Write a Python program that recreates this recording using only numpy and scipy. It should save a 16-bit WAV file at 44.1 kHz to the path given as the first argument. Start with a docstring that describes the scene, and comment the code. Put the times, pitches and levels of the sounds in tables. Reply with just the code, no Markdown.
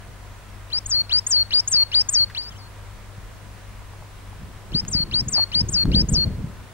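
"""Open country washes in the distance, a camera's motor hums and a dry stalk ticks. A small songbird sings
a phrase, alternating a rising note and an arched, falling whistle; the field answers faintly and eddies
thump softly on the microphone. A weaker song trails the phrase. A wooden box taps lightly, then gusts
build under the second phrase, and midway through it the box gives one clear, rattling knock."""
import sys
import numpy as np
from scipy import signal
from scipy.fft import rfft, irfft, next_fast_len
from scipy.io import wavfile
from scipy.ndimage import uniform_filter1d, map_coordinates

SR = 44100
rng = np.random.default_rng(int(sys.argv[2]) if len(sys.argv) > 2 else 0)


def wrap_up_sound(samples):
    """Save the sound to the file named by the first command line argument, as 16-bit audio."""
    columns = np.atleast_2d(samples).T
    # keep every value between -1 and 1, then stretch to whole-number steps
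    tamed = np.clip(columns, -1, 1)
    steps = np.round(tamed * 32767).astype(np.int16)
    wavfile.write(sys.argv[1], SR, steps)


N = 296793
TIME = np.arange(N) / SR


def amp(db):
    """Decibels to gain."""
    return 10 ** (np.asarray(db) / 20)


def unit(x):
    """x at rms 1."""
    return x / np.sqrt(np.mean(x ** 2) + 1e-20)


def along(points, hz):
    """Read a curve of (frequency [Hz], value) points on a log frequency axis."""
    freqs, values = np.transpose(points)
    return np.interp(np.log(hz + 1), np.log(freqs + 1), values)


def wobble(rate):
    """A smooth random modulator, rate knots a second."""
    return map_coordinates(rng.standard_normal(int(N * rate / SR) + 4), [TIME * rate])


def filtered(x, response):
    """x through a complex frequency response."""
    size = next_fast_len(N + SR // 2)
    return irfft(rfft(x, size) * response(np.fft.rfftfreq(size, 1 / SR)), size)[..., :N]


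def pan(db):
    """Left and right gains, the left louder by db."""
    return amp([[db / 2], [-db / 2]])


def add(track, start, sound):
    """Mix a sound into a track at start seconds."""
    part = track[round(start * SR):][:len(sound)]
    part += sound[:len(part)]


def rush(spectrum, correlation, patchy_db):
    """Stereo noise of rms 1 with patches of random gain, shaped by EQ and left-right correlation curves."""
    def mid_side(hz):
        width = np.arccos(np.clip(along(correlation, hz), -1, 1)) / 2
        return amp(along(spectrum, hz)) * [np.cos(width), np.sin(width)]

    bins = signal.stft(rng.standard_normal((2, N)), nperseg=512)[2]
    patches = uniform_filter1d(rng.standard_normal(bins.shape[1:]), size=6, axis=0)
    patches = uniform_filter1d(patches, size=14, axis=1)
    noise = signal.istft(bins * amp(patchy_db * unit(patches)), nperseg=512)[1][:, :N]
    mid, side = filtered(noise, mid_side)
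    return unit(np.array([mid + side, mid - side]))


def open_country(wash_db=-47.5, rumble_db=-44):
    """An even bed of far-off country noise over a light rumble."""
    # EQ of the wash and of the rumble: (frequency [Hz], level [dB])
    wash_eq = [(150, -27), (250, -5), (292, -3), (324, -4.5), (366, -2.5), (708, -2.5), (828, -5),
               (984, -0.5), (1070, -3), (1440, -4.5), (4860, -16), (9550, -18.5), (15000, -28.5),
               (15800, -40)]
    rumble_eq = [(10, -12), (25, -2), (50, 0), (85, -6), (130, -10), (180, -14), (260, -19), (500, -50)]
    # stereo image of the wash: (frequency [Hz], left-right correlation [0-1])
    wash_image = [(250, 0.44), (640, 0.78), (1400, 0.53), (3100, 0.34), (7000, 0), (15000, 0.19)]
    wash = amp(wash_db) * rush(wash_eq, wash_image, patchy_db=.6)
    rumble = amp(rumble_db + wobble(20)) * rush(rumble_eq, [(60, 0.8), (200, 0.04)], patchy_db=-1)
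    return wash * pan(-.4) + rumble * pan(1)


def motor_hum():
    """The camera's motor hum and thin whistle: sines that swell and sink, close ones beating."""
    # partials: (frequency [Hz], level [dB], left over right [dB], sway [dB])
    partials = [(49.8, -49, 2.5, 2.5), (96.2, -55, 4.5, 1.5), (99.7, -42.3, 4.5, .9), (150, -61, 1, 3),
                (196, -62, 1, 3), (200, -61, 1, 3), (299, -68, 1, 3), (1000, -68, -2, 3), (2100, -72, 0, 3),
                (15625, -70, 1, .5)]
    out = np.zeros((2, N))
    for hz, db, pan_db, sway_db in partials:
        level = amp(db + sway_db * wobble(7))
        phase = 2 * np.pi * (hz * TIME + rng.random()) + 0.041 * wobble(2.9)
        out += pan(pan_db) * level * np.sin(phase)
    return out


def dry_stalks():
    """Stalks snap and scrape: each a dying noise burst through one resonance."""
    # snaps: (time [s], peak [dB], t60 [s], centre [Hz], resonance [Q])
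    ticks = [(.502, -42, .004, 6000, 1), (2.298, -32, .09, 1750, 6), (4.851, -25, .004, 1400, 1.3),
             (5.855, -27, .004, 1400, 3)]
    out, t = np.zeros(N), np.arange(SR // 10) / SR
    for start, db, t60, hz, q in ticks:
        burst = rng.standard_normal(len(t)) * amp(-60 * t / t60)
        snap = signal.lfilter(*signal.iirpeak(hz, q, fs=SR), burst)
        add(out, start, amp(db) * snap / np.abs(snap).max())
    return out


def rising_pitch(t, leap_at, overshoot_hz, low_hz=2910, high_hz=4565):
    """The note scoops up to a low register, leaps to a high one and ends in an upward flick."""
    scoop = 1051 * np.exp(-t / .005)
    leap = (high_hz - low_hz) / (1 + np.exp((leap_at - t) / .0039))
    overshoot = overshoot_hz * np.exp(-((t - leap_at - .013) / .008) ** 2)  # a hard leap goes briefly sharp
    flick = 1303 * np.exp((t - t[-1]) / .017)
    return low_hz - scoop + leap + overshoot + flick


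def arched_pitch(t, knee_at, onset_hz=6520, top_hz=8880, knee_hz=6550, held_hz=4330):
    """A quick climb, a rounded fall to the knee, then an ever slower glide to the held pitch."""
    climb_share, top_share = .235, .31  # of the time to the knee
    below_top = (top_hz - onset_hz) / (1 + np.exp((t - climb_share * knee_at) / .0026))
    fall = (top_hz - knee_hz) * np.clip((t / knee_at - top_share) / (1 - top_share), 0, 1) ** 1.8
    settling = held_hz + (knee_hz - held_hz) * np.exp((knee_at - t) / .0142)
    return np.where(t < knee_at, top_hz - below_top - fall, settling)


def throat(glide, notes, attack_s=.0048, release_s=.0099, full_effort_db=-12.5, easy_db=-18.5):
    """Pitch and level envelopes of a run of notes, loudest in the middle of the bird's range."""
    # throat response: (pitch [Hz], gain [dB])
    response = [(2000, -21.5), (2700, -21), (3060, -11.5), (3500, -10.5), (4000, -2), (4650, -0.5),
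                (5900, -3.5), (6900, -2.5), (7700, -6.5), (8800, -21)]
    pitch, level = np.zeros((2, N))
    for start, bend, end, db, fade_db, shift_hz, *manner in notes:
        t = np.arange(0, end - start, 1 / SR)
        hz = glide(t, bend - start, *manner)
        attack = np.sin(np.pi / 2 * np.minimum(t / attack_s, 1))
        release = np.sin(np.pi / 2 * np.minimum((t[-1] - t) / release_s, 1)) ** 2
        # softer notes lose their top, the softest also their low scoop
        top_db = np.clip(1.01 * (db - full_effort_db), -6, 0) * np.interp(hz, [5500, 6800], [0, 1])
        low_db = np.clip(3.3 * (db - easy_db), -7, 0) * np.interp(hz, [3500, 4400], [1, 0])
        contour_db = db + along(response, hz) + top_db + low_db - fade_db * t / t[-1]
        add(pitch, start, hz + shift_hz)
        add(level, start, attack * release * amp(contour_db))
    return pitch, level


def whistle(glide, notes, waver_hz=20, side_hz=3960, flutter_db=.7, left_lag_s=.000103):
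    """A nearly pure, trembling tone with a weak octave, a faint side tone above it and a little rasp."""
    # second harmonic and side tone, relative to the main tone: (pitch [Hz], level [dB])
    octave_levels = [(2000, 19.5), (2500, 0), (2900, -18), (3600, -27), (4400, -45.5), (6000, -37),
                     (8000, -46)]
    side_levels = [(6500, -42), (8700, -22)]
    # rasp, least in mid-range: (pitch [Hz], roughness [0-1])
    roughness = [(2500, 0.29), (4000, 0.07), (4400, .02), (4700, .04), (5600, .12), (8500, 0.18)]
    out = np.zeros((2, N))
    lead = left_lag_s / 2 * np.array([[-1], [1]])
    for alternate_notes in (notes[::2], notes[1::2]):  # neighbouring notes may overlap
        pitch, level = throat(glide, alternate_notes)
        rasp = along(roughness, pitch)
        wavering = pitch + waver_hz * wobble(250) + 12 * wobble(45)
        phase = 2 * np.pi * (np.cumsum(wavering) / SR + pitch * lead)
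        tone = np.sin(phase) * (1 + rasp * wobble(3400)) + rasp * wobble(3400) * np.cos(phase)
        octave = amp(along(octave_levels, pitch)) * np.sin(2 * phase)
        side = amp(along(side_levels, pitch)) * np.sin(phase + 2 * np.pi * side_hz * TIME)
        flutter = amp(flutter_db * wobble(130))
        out += np.sqrt(2) * level * flutter * (tone + octave + side)
    return out


def songbird(hiss_db=-27, left_db=4.2):
    """Two phrases and a weak trailing song, left of centre, with echoes and a soft hiss on every note."""
    # rising notes: (start [s], leap [s], end [s], level [dB], fade [dB], detune [Hz], overshoot [Hz])
    rises = [(.701, .728, .795, -21, 0, 0, 0), (1.094, 1.123, 1.200, -15.5, 0, 0, 0),
             (1.507, 1.534, 1.612, -14, 2, 0, 190), (1.916, 1.945, 2.025, -14.5, 0, 20, 170),
             (2.348, 2.376, 2.449, -14.7, 25, -20, 50), (2.395, 2.424, 2.502, -42, -7, -40, 0),
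             (4.718, 4.744, 4.812, -20.5, 0, 0, 0), (5.112, 5.139, 5.217, -18.5, 0, -20, 0),
             (5.517, 5.545, 5.622, -17.5, 0, -10, 80), (5.916, 5.947, 6.025, -17.5, 0, -20, 80)]
    # arched whistles: (start [s], knee [s], end [s], level [dB], fade [dB], detune [Hz])
    arches = [(.858, .909, 1.024, -18, 0, 30), (1.265, 1.316, 1.435, -15, 1, 20),
              (1.675, 1.729, 1.841, -14.5, 0, 0), (2.087, 2.143, 2.249, -14.5, 1.5, 50),
              (2.518, 2.576, 2.685, -48, 3, 0), (4.879, 4.929, 5.042, -20, 0, 50),
              (5.282, 5.333, 5.447, -17.5, 0, 0), (5.686, 5.737, 5.843, -17.5, 0, -10),
              (6.086, 6.140, 6.251, -18, 1, 0)]
    # soft slur: (start [s], dip [s], end [s], level [dB], fade [dB], detune [Hz])
    slurs = [(2.503, 2.545, 2.577, -32, -2, 0)]
    # EQ of the hiss: (frequency [Hz], level [dB])
    hiss_eq = [(200, -3.5), (500, 0), (1400, 6), (2400, 1.5), (4500, -6), (7000, -4.5), (11000, -9),
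               (16000, -32)]
    voice = whistle(rising_pitch, rises) + whistle(arched_pitch, arches) + whistle(slurred_pitch, slurs)
    effort = np.sqrt(np.abs(uniform_filter1d(voice[0] ** 2, size=300)))
    air = rush(hiss_eq, [(1500, 0.72), (3000, 0.71), (5000, -0.12), (9000, -0.62)], patchy_db=4)
    return (voice + meadow(voice) + amp(hiss_db) * effort * air) * pan(left_db)


def meadow(voice, scatter_db=-32, t60=0.31):
    """The field's answer: two weak echoes and a thin scatter from grass and bushes."""
    # reflections from things around the field: (delay [s], level [dB])
    taps = [(.040, -30), (.116, -39)]
    # their EQ: (frequency [Hz], gain [dB])
    echo_eq = [(2500, -18), (3900, -6), (4350, 0), (4700, -8), (5300, -15), (8000, -18)]

    def reflections(hz):
        delays = sum(amp(db) * np.exp(-2j * np.pi * hz * delay) for delay, db in taps)
        return amp(along(echo_eq, hz)) * delays

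    t = np.arange(SR // 2) / SR
    tail = rng.standard_normal((2, len(t))) * amp(-60 * t / t60)
    tail *= amp(scatter_db) / np.linalg.norm(tail[0])
    return filtered(voice, reflections) + signal.fftconvolve(voice, tail, axes=1)[:, :N]


def wind_eddies(trim_db=-0.7, full_level_hz=198.6, db_per_octave=31):
    """Each eddy thumps the microphone once; a stronger one passes faster and sounds higher."""
    # thumps: (time [s], level [dB])
    thumps = [(0.986, -31), (1.745, -28.5), (2.206, -29), (3.184, -29), (4.012, -30.5), (4.434, -26),
              (4.751, -12.5), (4.904, -22.5), (4.952, -13), (5.005, -20), (5.276, -18), (5.616, -15.5),
              (5.855, -12.5), (5.88, -8), (5.948, -8), (6.121, -13), (6.444, -16)]
    out, t = np.zeros(N), np.arange(SR // 10) / SR
    for centre, db in thumps:
        hz = full_level_hz * 2 ** (db / db_per_octave)
        spread = (np.pi * hz * (t - t.mean())) ** 2
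        pressure = (2 * spread - 1) * np.exp(-spread)  # a dip between two small rises
        add(out, centre - t.mean(), amp(db + trim_db) * pressure)
    return out * pan(1)


def slurred_pitch(t, dip_at, dip_hz=2570, hz_per_s=24000):
    """The soft slur after the first phrase slides down and up again at an even speed."""
    return dip_hz + hz_per_s * np.abs(t - dip_at)


def wooden_box():
    """The box taps and rattles; each hit rings its modes in a slightly different balance."""
    # hits: (time [s], peak [dB])
    knocks = [(3.936, -34), (4.024, -33), (4.33, -35), (5.363, -31), (5.378, -28), (5.381, -17.5),
              (5.3933, -20), (5.397, -27), (5.400, -28), (5.855, -33)]
    # modes of the wood: (frequency [Hz], level [dB], t60 [s])
    modes = [(725, -4, 0.04), (842, 14, 0.025), (1094, 8, 0.03), (1670, -10, 0.034), (2480, -8, .012)]
    out, t = np.zeros(N), np.arange(SR // 10) / SR
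    for start, db in knocks:
        ring = sum(amp(mode_db + 2 * rng.standard_normal() - 60 * t / t60) * np.sin(2 * np.pi * hz * t)
                   for hz, mode_db, t60 in modes)
        add(out, start, amp(db) * ring / np.abs(ring).max())
    return out


def wind_gusts(trim_db=-2, lumps_db=3):
    """Late gusts buffet the microphone with low, lumpy noise."""
    # gust envelope: (time [s], level [dB])
    envelope = [(4.36, -54), (4.42, -41), (4.65, -50), (4.76, -21), (4.78, -36.5), (4.97, -31),
                (5.14, -32.5), (5.28, -31), (5.46, -50.5), (5.63, -22), (5.8, -34), (5.86, -17.5),
                (6.04, -20), (6.07, -32), (6.12, -20.5), (6.3, -27), (6.42, -27), (6.73, -47.5)]
    # EQ of the buffeting: (frequency [Hz], level [dB])
    buffet_eq = [(10, -17), (25, 4), (60, 6), (100, 1.5), (140, 1), (210, -1.5), (260, -8.5), (375, -13.5),
                 (640, -25.5), (1200, -60)]
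    times, db = np.transpose(envelope)
    level = amp(np.interp(TIME, times, db + trim_db, left=-90))
    lumps = amp(lumps_db * wobble(45))
    buffet = rush(buffet_eq, [(30, 1.0), (130, 0.83), (290, 0.77), (640, 0.65)], patchy_db=0)
    return level * unit(lumps * buffet) * pan(1)


def scene():
    """The stereo mix at the microphone."""
    return songbird() + wind_gusts() + wind_eddies() + wooden_box() + dry_stalks() + motor_hum() + open_country()


def record(dry, top_hz=15900):
    """The camera keeps nothing above its band limit."""
    return filtered(dry, lambda hz: hz < top_hz)


dry = scene()
out = record(dry)
wrap_up_sound(out)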